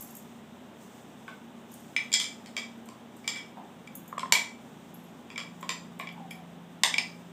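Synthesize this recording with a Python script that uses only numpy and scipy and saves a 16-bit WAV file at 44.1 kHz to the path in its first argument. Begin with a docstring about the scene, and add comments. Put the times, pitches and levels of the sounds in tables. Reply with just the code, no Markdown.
"""A long chew bone knocks on teeth and floor tiles as two dogs wrestle on a blanket in a tiled room.
Each knock is a dry crack plus the bone's bending modes, damped by the jaws that hold it.
Snapping teeth ring the hollow of the mouth, metal collar tags tinkle and a dog whines faintly.
Underneath, fur rubs on the blanket and a ventilation fan hums."""
import sys
import numpy as np
from scipy import signal
from scipy.fft import rfft, irfft
from scipy.io import wavfile
from scipy.ndimage import uniform_filter1d

SR = 44100
rng = np.random.default_rng(int(sys.argv[2]) if len(sys.argv) > 2 else 0)


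def generate_wav(sig):
    """Save sig (samples, or channels by samples) to the path in sys.argv[1] as 16-bit PCM at SR."""
    pcm = np.round(np.clip(np.atleast_2d(sig).T, -1, 1) * 32767).astype(np.int16)
    wavfile.write(sys.argv[1], SR, pcm)


N = 322812
TIME = np.arange(N) / SR
RING_TIME = np.arange(4096) / SR  # time axis of one hit
ATTACK = int(.007 * SR)  # a hit's level is set over these first samples


def undb(db):
    """Decibels to gain."""
    return 10 ** (np.asarray(db) / 20)


def unit(x, count=None):
    """Scale to rms 1, judged on the first count samples."""
    return x / np.sqrt(np.mean(x[:count] ** 2) + 1e-30)


def log_gain(colour, size):
    """Natural-log gain of an EQ curve of (freq_hz, level_db) points on the bins of a transform."""
    hz, db = np.transpose(colour)
    bin_hz = np.arange(size // 2 + 1) * SR / size
    return np.log(undb(np.interp(np.log(bin_hz + 1), np.log(hz), db)))


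def noise(colour):
    """Noise of rms 1, shaped by an EQ curve."""
    return unit(irfft(rfft(rng.standard_normal(N)) * np.exp(log_gain(colour, N)), N))


def click(colour, size=1024):
    """The tightest click with a given EQ curve: a minimum-phase impulse."""
    cepstrum = irfft(log_gain(colour, size))
    cepstrum[1:size // 2] *= 2
    cepstrum[size // 2 + 1:] = 0
    return irfft(np.exp(rfft(cepstrum)))


def drift(rate_hz):
    """Smooth random modulation of rms 1."""
    hold = int(SR / rate_hz)
    steps = np.repeat(rng.standard_normal(N // hold + 1), hold)
    return unit(uniform_filter1d(uniform_filter1d(steps, hold), hold)[:N])


def fade(t, t60):
    """Exponential decay by 60 dB in t60 seconds."""
    return np.exp(-np.log(1000) * t / t60)


def contact(t60, grit, size=512):
    """A hard touch followed by a brief chatter of the surfaces."""
    push = grit * unit(rng.standard_normal(size)) * fade(RING_TIME[:size], t60)
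    push[0] += 1
    return push


def ring(push, hz, t60, rise_cycles=1.66):
    """Modes driven by one push, a row each, with a quick build-up and rms 1 over the attack."""
    hz, t60 = np.reshape(hz, (-1, 1)), np.reshape(t60, (-1, 1))
    build_up = 1 - np.exp(-hz * RING_TIME / rise_cycles)
    free = np.sin(2 * np.pi * hz * RING_TIME) * fade(RING_TIME, t60) * build_up
    modes = signal.fftconvolve(free, push[None], axes=1)[:, :len(RING_TIME)]
    return modes / np.sqrt(np.mean(modes[:, :ATTACK] ** 2, axis=1, keepdims=True))


def radiate(x, hz):
    """Low cut: a small body hardly moves air below hz."""
    return signal.sosfilt(signal.butter(2, hz, "highpass", fs=SR, output="sos"), x)


def add(out, start_s, x):
    """Mix x into out at start_s."""
    i = max(int(start_s * SR), 0)
    out[i:i + len(x)] += x[:max(N - i, 0)]


def room_tails(count=12, size=16384, predelay_s=0.0052, build_s=0.0023, wall_s=.0115, wall_db=-12):
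    """Reverbs for several spots in the tiled room: a slap off a near wall and a diffuse tail."""
    # reverb bands: centre_hz, t60_s, relative_db
    bands = [(400, 0.28, 9), (1020, 0.39, 4.5), (2300, 0.32, 0.5), (4550, 0.32, 3), (7200, 0.34, 0),
             (13800, 0.22, 2.5)]
    hz, t60, db = np.transpose(bands)
    t = np.arange(size) / SR
    log_hz = np.log(np.arange(size // 2 + 1) * SR / size + 1)
    spectra = rfft(rng.standard_normal((count, size)))
    tails = np.zeros((count, size))
    for band, decay_s, band_db in zip(np.eye(len(hz)), t60, db):
        crossover = np.interp(log_hz, np.log(hz), band)
        tails += undb(band_db) * irfft(spectra * crossover, size) * fade(t, decay_s)
    onset = np.clip((t - predelay_s) / build_s, 0, 1)
    tails *= onset / np.linalg.norm(onset * fade(t, t60.mean()))
    tails[:, int(wall_s * SR)] += undb(wall_db)
    return tails


def in_room(x, tails, wet_db):
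    """The dry sound plus a reverb picked at random, since the dogs keep moving."""
    out = undb(wet_db) * signal.fftconvolve(x, tails[rng.integers(len(tails))])
    out[:len(x)] += x
    return out


def machine_tone(hz, waver_hz=0.783, waver_db=2, knot_count=40):
    """A tone of rms near 1 that wavers slightly in pitch and level."""
    knots = np.linspace(0, TIME[-1], knot_count)
    pitch_hz = np.interp(TIME, knots, hz + waver_hz * rng.standard_normal(knot_count))
    gain = np.interp(TIME, knots, undb(waver_db * rng.standard_normal(knot_count)))
    return np.sqrt(2) * gain * np.sin(2 * np.pi * np.cumsum(pitch_hz) / SR)


def fan(air_db=-50.5, flutter_db=0.111, motor_trim_db=-1):
    """The bed: rushing air, the hum of blades and mains, and a motor tone that swells."""
    # EQ of the rushing air: freq_hz, relative_db
    air_colour = [(25, -42), (55, -28.5), (100, -22), (150, -9), (235, -1), (300, -7), (480, -11.5),
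                  (820, -11.5), (1400, -19.5), (2300, -24), (3600, -23.5), (4300, -36), (9000, -44.5),
                  (15500, -45)]
    # steady tones of fan and mains: pitch_hz, level_db
    hum_tones = [(86.5, -72), (120, -68), (149.5, -65.5), (200, -61.5), (230.5, -57), (249, -62.5),
                 (399.5, -68)]
    # fader moves of the motor tone: time_s, relative_db
    motor_swell = [(0, -65), (3.3, -67), (4.3, -52), (4.6, -64), (4.95, -52), (5.2, -62), (5.45, -51),
                   (7.32, -49.5)]
    air = noise(air_colour) * undb(air_db + flutter_db * drift(3.1))
    swell_db = np.interp(TIME, *np.transpose(motor_swell))
    motor = machine_tone(hz=172.4, waver_hz=0.33, waver_db=1.2) * undb(swell_db + motor_trim_db)
    hum = sum(undb(db) * machine_tone(hz) for hz, db in hum_tones)
    return air + motor + hum


def fur(rise_s=0.072, floor_db=-67.5, trim_db=-1, flicker_db=1):
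    """Coats slide over the blanket in uneven strokes that start quickly and die away over a faint steady hiss."""
    # strokes of fur: start_s, relative_db, t60_s
    strokes = [(-.1, -53, 1.8), (.76, -59.5, 3.5), (1.66, -58.5, 3.9), (3.1, -67, 3), (4.55, -64, 5.4),
               (6.9, -64, 6)]
    # EQ of the rubbing cloth: freq_hz, relative_db
    cloth_colour = [(1500, -9), (4000, -5), (6000, 5), (8300, 6.5), (9800, -6.5), (15500, 0)]
    power = undb(floor_db) ** 2
    for start_s, db, t60 in strokes:
        rise = np.clip((TIME - start_s) / rise_s, 0, 1)
        decay = fade(np.maximum(TIME - start_s - rise_s, 0), t60)
        power = power + (undb(db) * rise * decay) ** 2
    return noise(cloth_colour) * np.sqrt(power) * undb(trim_db + flicker_db * drift(35))


def whines(tails, waver=0.024, rough_db=4, trim_db=-3):
    """A thin, hoarse, unsteady tone through the nose; it slides to its resting pitch and fades."""
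    # faint whines: start_s, length_s, relative_db, first_pitch_hz, resting_pitch_hz
    calls = [(3.565, 0.16, -53.5, 713, 850), (6.15, 0.35, -54, 849, 749)]
    attack_s, release_s, settle_s, sag_db = 0.0027, 0.02, 0.062, -21.5
    out = np.zeros(N)
    wobble = 1 + waver * drift(300)
    hoarse = undb(trim_db + rough_db * drift(90))
    for start_s, length_s, db, first_hz, rest_hz in calls:
        sounding = (TIME > start_s) & (TIME < start_s + length_s)
        t = TIME[sounding] - start_s
        glide_hz = rest_hz + (first_hz - rest_hz) * np.exp(-t / settle_s)
        voice = np.sin(2 * np.pi * np.cumsum(glide_hz * wobble[sounding]) / SR)
        gate = np.clip(np.minimum(t / attack_s, (length_s - t) / release_s), 0, 1)
        envelope = gate * undb(db + sag_db * t / length_s)
        add(out, start_s, in_room(envelope * hoarse[sounding] * voice, tails, wet_db=2.5))
    return out


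def tag_touches(count=3, gap_s=0.056, gap_spread=0.41, rebound_db=-12.5):
    """Each swing of the tags gives a first touch, then ever weaker rebounds at uneven gaps."""
    # tags and harness rings swing together: start_s, relative_db, struck_hz
    swings = [(.0074, -31.5, 11300), (.0234, -34.5, 13900), (.045, -42, 11400), (.1062, -42, 14600),
              (.151, -36, 14500), (.167, -37.5, 8300), (1.717, -44, 12100), (1.7396, -39, 9220),
              (2.857, -49, 8250), (3.1667, -48.5, 8250), (3.9524, -31, 13700), (4.078, -42, 14000),
              (4.942, -40.5, 11500), (5.6086, -43.5, 7300), (5.992, -41, 8000), (6.3075, -39.5, 12300)]
    for start_s, db, struck_hz in swings:
        for bounce, wait_s in enumerate(gap_s * np.exp(gap_spread * rng.standard_normal(count))):
            yield start_s, db + bounce * rebound_db, struck_hz
            start_s += wait_s


def tags(tails, trim_db=-11, focus_db=12, focus_hz=600, scatter_db=3, tick_db=-4, detune=0.0027):
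    """Small metal plates tick and ring; modes near the struck pitch are boosted, all vary by chance."""
    # modes of the tags: pitch_hz, t60_s, relative_db
    modes = [(6730, 0.046, 0), (7600, 0.0299, 0), (8300, 0.011, -0.5), (9200, 0.027, -2.5),
             (11000, 0.061, -1), (11610, 0.028, 6.5), (12420, 0.027, -13.5), (13900, 0.043, -24),
             (13700, 0.0595, -5), (15040, 0.037, -5), (14900, .025, -27)]
    # EQ of the bright tick: freq_hz, relative_db
    tick_colour = [(2500, -37.5), (7000, 1.0), (10000, -15.5), (13000, 11), (16000, 12.5), (18000, -30)]
    hz, t60, mode_db = np.transpose(modes)
    out = np.zeros(N)
    for start_s, db, struck_hz in tag_touches():
        push = contact(t60=0.018, grit=0.77)
        boost_db = focus_db * np.exp(-((hz - struck_hz) / focus_hz) ** 2)
        weights = undb(mode_db + boost_db + scatter_db * rng.standard_normal(len(hz)))
        plate_hz = hz * (1 + detune * rng.standard_normal(len(hz)))  # no two plates are alike
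        clink = unit(weights @ ring(push, plate_hz, t60), ATTACK)
        tick = np.convolve(push, click(tick_colour))
        clink[:len(tick)] += undb(tick_db) * unit(tick, ATTACK)
        add(out, start_s, in_room(undb(db + trim_db) * clink, tails, wet_db=-5.0))
    return radiate(out, hz=2520)


def jaws(tails):
    """Teeth meet or close on the bone and briefly ring the hollow of the mouth."""
    # jaws snapping shut: start_s, level_db, mouth_hz, reverb_send_db
    snaps = [(1.2795, -41.5, 1520, -5), (1.283, -43.5, 1110, -6.5), (1.9642, -62, 1210, -8),
             (2.5658, -47, 1060, -2), (2.8875, -46.5, 1020, -6.5), (3.571, -44.5, 914, -1.5),
             (3.584, -47, 765, 1), (4.1272, -34.5, 1073, -9), (4.1796, -29, 1123, -16),
             (4.1947, -38, 1060, -12), (4.231, -27.5, 1067, -11), (4.257, -35, 1040, -8),
             (4.323, -25, 994, -6.5), (5.3786, -44.5, 1110, -1), (5.628, -37, 1064, -6.5),
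             (5.692, -35, 1067, -6.5), (5.998, -36.5, 1115, -6), (6.163, -52, 866, 3),
             (6.835, -30.5, 1090, -11)]
    mode_ratios, mode_db = np.array([1, 1.5, .68]), np.array([0, -12, -11])
    out = np.zeros(N)
    for start_s, db, mouth_hz, wet_db in snaps:
        modes = ring(contact(t60=0.014, grit=0.24), mouth_hz * mode_ratios, t60=[.018, .005, .006])
        add(out, start_s, in_room(undb(db + mode_db) @ modes, tails, wet_db))
    return radiate(out, hz=402)


def softness_db(hz, corner_hz):
    """A soft touch lasts longer and drives little above its corner."""
    return -10 * np.log10(1 + (hz / corner_hz) ** 4)


def place_db(place, half_waves, node_leak=0.015):
    """A mode rings most when struck on a crest of its bending shape, least on a node."""
    return 10 * np.log10(node_leak + np.cos(np.pi * place * half_waves) ** 2)


def bone(tails, crack_db=-11, grip_db=5, detune=0.0029):
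    """Knocks ring the bone's modes; a tight grip shortens and detunes the ring and bares the dry crack."""
    # knocks on teeth and tiles: start_s, level_db, hardness_corner_hz,
    # place (0 = tip, 0.5 = middle), ring_scale (1 = free), reverb_send_db
    knocks = [(1.2795, -48.5, 1290, 0.53, 0.14, 2), (1.9641, -21.5, 2930, 0.48, 1, -3),
              (2.118, -37.5, 6600, 0.61, 1.2, -4), (2.1281, -26.5, 7000, 0.22, 1.2, 2),
              (2.1385, -19.5, 6200, .2, 1.4, -2.5), (2.1451, -23, 6100, 0.3, 1.9, -6),
              (2.2, -27, 7600, 0.29, 0.77, -0.5), (2.2422, -36, 8800, 0.023, 1, 0.5),
              (2.4601, -48.5, 6600, 0.38, 0.17, 1), (2.5664, -30, 6600, 0.072, 0.56, 1.5),
              (2.888, -49.5, 9000, 0.13, 0.28, -3.5), (3.243, -48, 1200, 0.44, 0.88, 2),
              (3.2773, -25.5, 6000, 0.023, 0.72, -2), (3.336, -41, 1800, 0.32, 1.1, 0),
              (3.359, -39, 3670, 0.47, 0.58, 4.5), (3.8737, -44.5, 4500, .11, 0.68, -9),
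              (4.1816, -43, 10400, 0.31, 0.6, -6), (4.1944, -37, 4770, 0.31, 0.18, -1.5),
              (4.323, -13.5, 8300, 0.53, 0.37, -4.5), (4.352, -20, 1900, 0.49, 1.8, -2),
              (5.3023, -44.5, 1590, 0.37, 0.49, -.5), (5.3588, -37, 1400, 0.48, 1.2, -8),
              (5.3783, -32, 6560, 0.068, 0.78, -2.5), (5.402, -38.5, 3200, 0.043, 0.41, -2),
              (5.628, -45, 2500, 0.36, .3, -1.5), (5.692, -28, 4580, 0.4, 0.42, -1.5),
              (5.998, -36.5, 2000, .1, 0.36, -0.5), (6.0712, -38, 2100, 0.08, 1.15, -9),
              (6.089, -41.5, 2400, 0.075, 0.63, -3.5), (6.3087, -40, 5500, 0.094, .8, -3),
              (6.835, -16, 5200, 0.3, 0.34, -3.5), (6.9407, -23, 1610, 0.027, .7, -6.5),
              (6.9819, -19, 4500, 0.45, 1.03, -6)]
    # modes of the uneven bone, bending in two planes: pitch_hz, t60_s, relative_db, half_waves
    modes = [(2028, 0.12, -9.5, 2.6), (2316, 0.04, 4.5, 1.96), (3310, 0.022, 2.5, 3.45),
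             (3520, 0.026, -10, 4.3), (4847, 0.034, 0.5, 5.17), (5216, .028, -2.5, 4.26),
             (6330, 0.018, -4.5, 4.2), (7270, 0.011, 8.5, 5.4), (8580, 0.0122, -3.5, 6.4),
             (11130, .018, -16.5, 5.5), (12700, .016, -19, 7.9), (15100, 0.00876, -21.5, 8.7)]
    # EQ of the crack at the hardest touch: freq_hz, relative_db
    crack_colour = [(100, -32.5), (450, -9.5), (1000, -6.5), (1550, -10.5), (2000, 2.5), (3300, 0.5),
                    (4400, -7), (5400, 1.5), (6300, -6.5), (7500, -5.5), (8700, 0), (10000, -21),
                    (12000, -2.5), (15500, -23.5)]
    soft_share, place_share = 0.77, 0.4  # how far the crack's EQ follows softness and place
    force_slope, typical_db = 0.05, -33.5  # above a typical knock the crack gains on the ring
    hz, t60, mode_db, half_waves = np.transpose(modes)
    crack_hz, hard_db = np.transpose(crack_colour)
    out = np.zeros(N)
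    for start_s, db, corner_hz, place, ring_scale, wet_db in knocks:
        ring_scale = max(ring_scale, .2)
        shape_db = place_db(place, half_waves)
        held_hz = hz * (1 + detune * rng.standard_normal() / ring_scale)
        weights = undb(mode_db + shape_db + softness_db(hz, corner_hz))
        ringing = ring(contact(t60=0.013, grit=0.19), held_hz, t60 * ring_scale)
        knock = weights / np.linalg.norm(weights) @ ringing
        colour_db = hard_db + soft_share * softness_db(crack_hz, corner_hz)
        colour_db += place_share * np.interp(crack_hz, hz, shape_db)
        impulse = click(np.column_stack([crack_hz, colour_db]))
        crack = unit(np.convolve(contact(t60=0.016, grit=1.0), impulse), ATTACK)
        blend_db = crack_db - grip_db * np.log2(ring_scale) + force_slope * (db - typical_db)
        knock[:len(crack)] += undb(blend_db) * crack
        add(out, start_s, in_room(undb(db) * unit(knock, ATTACK), tails, wet_db))
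    return radiate(out, hz=585)


def scene():
    """Mono mix: bone, jaws, tags and whines share the room's reverb over dry fur and fan."""
    tails = room_tails()
    return (bone(tails) + jaws(tails) + tags(tails) + whines(tails) + fur() + fan())[None]


def record(dry, top_hz=15400):
    """A steep high cut takes off the very top."""
    return signal.sosfilt(signal.ellip(10, .2, 80, top_hz, fs=SR, output="sos"), dry)


dry = scene()
out = record(dry)
generate_wav(out)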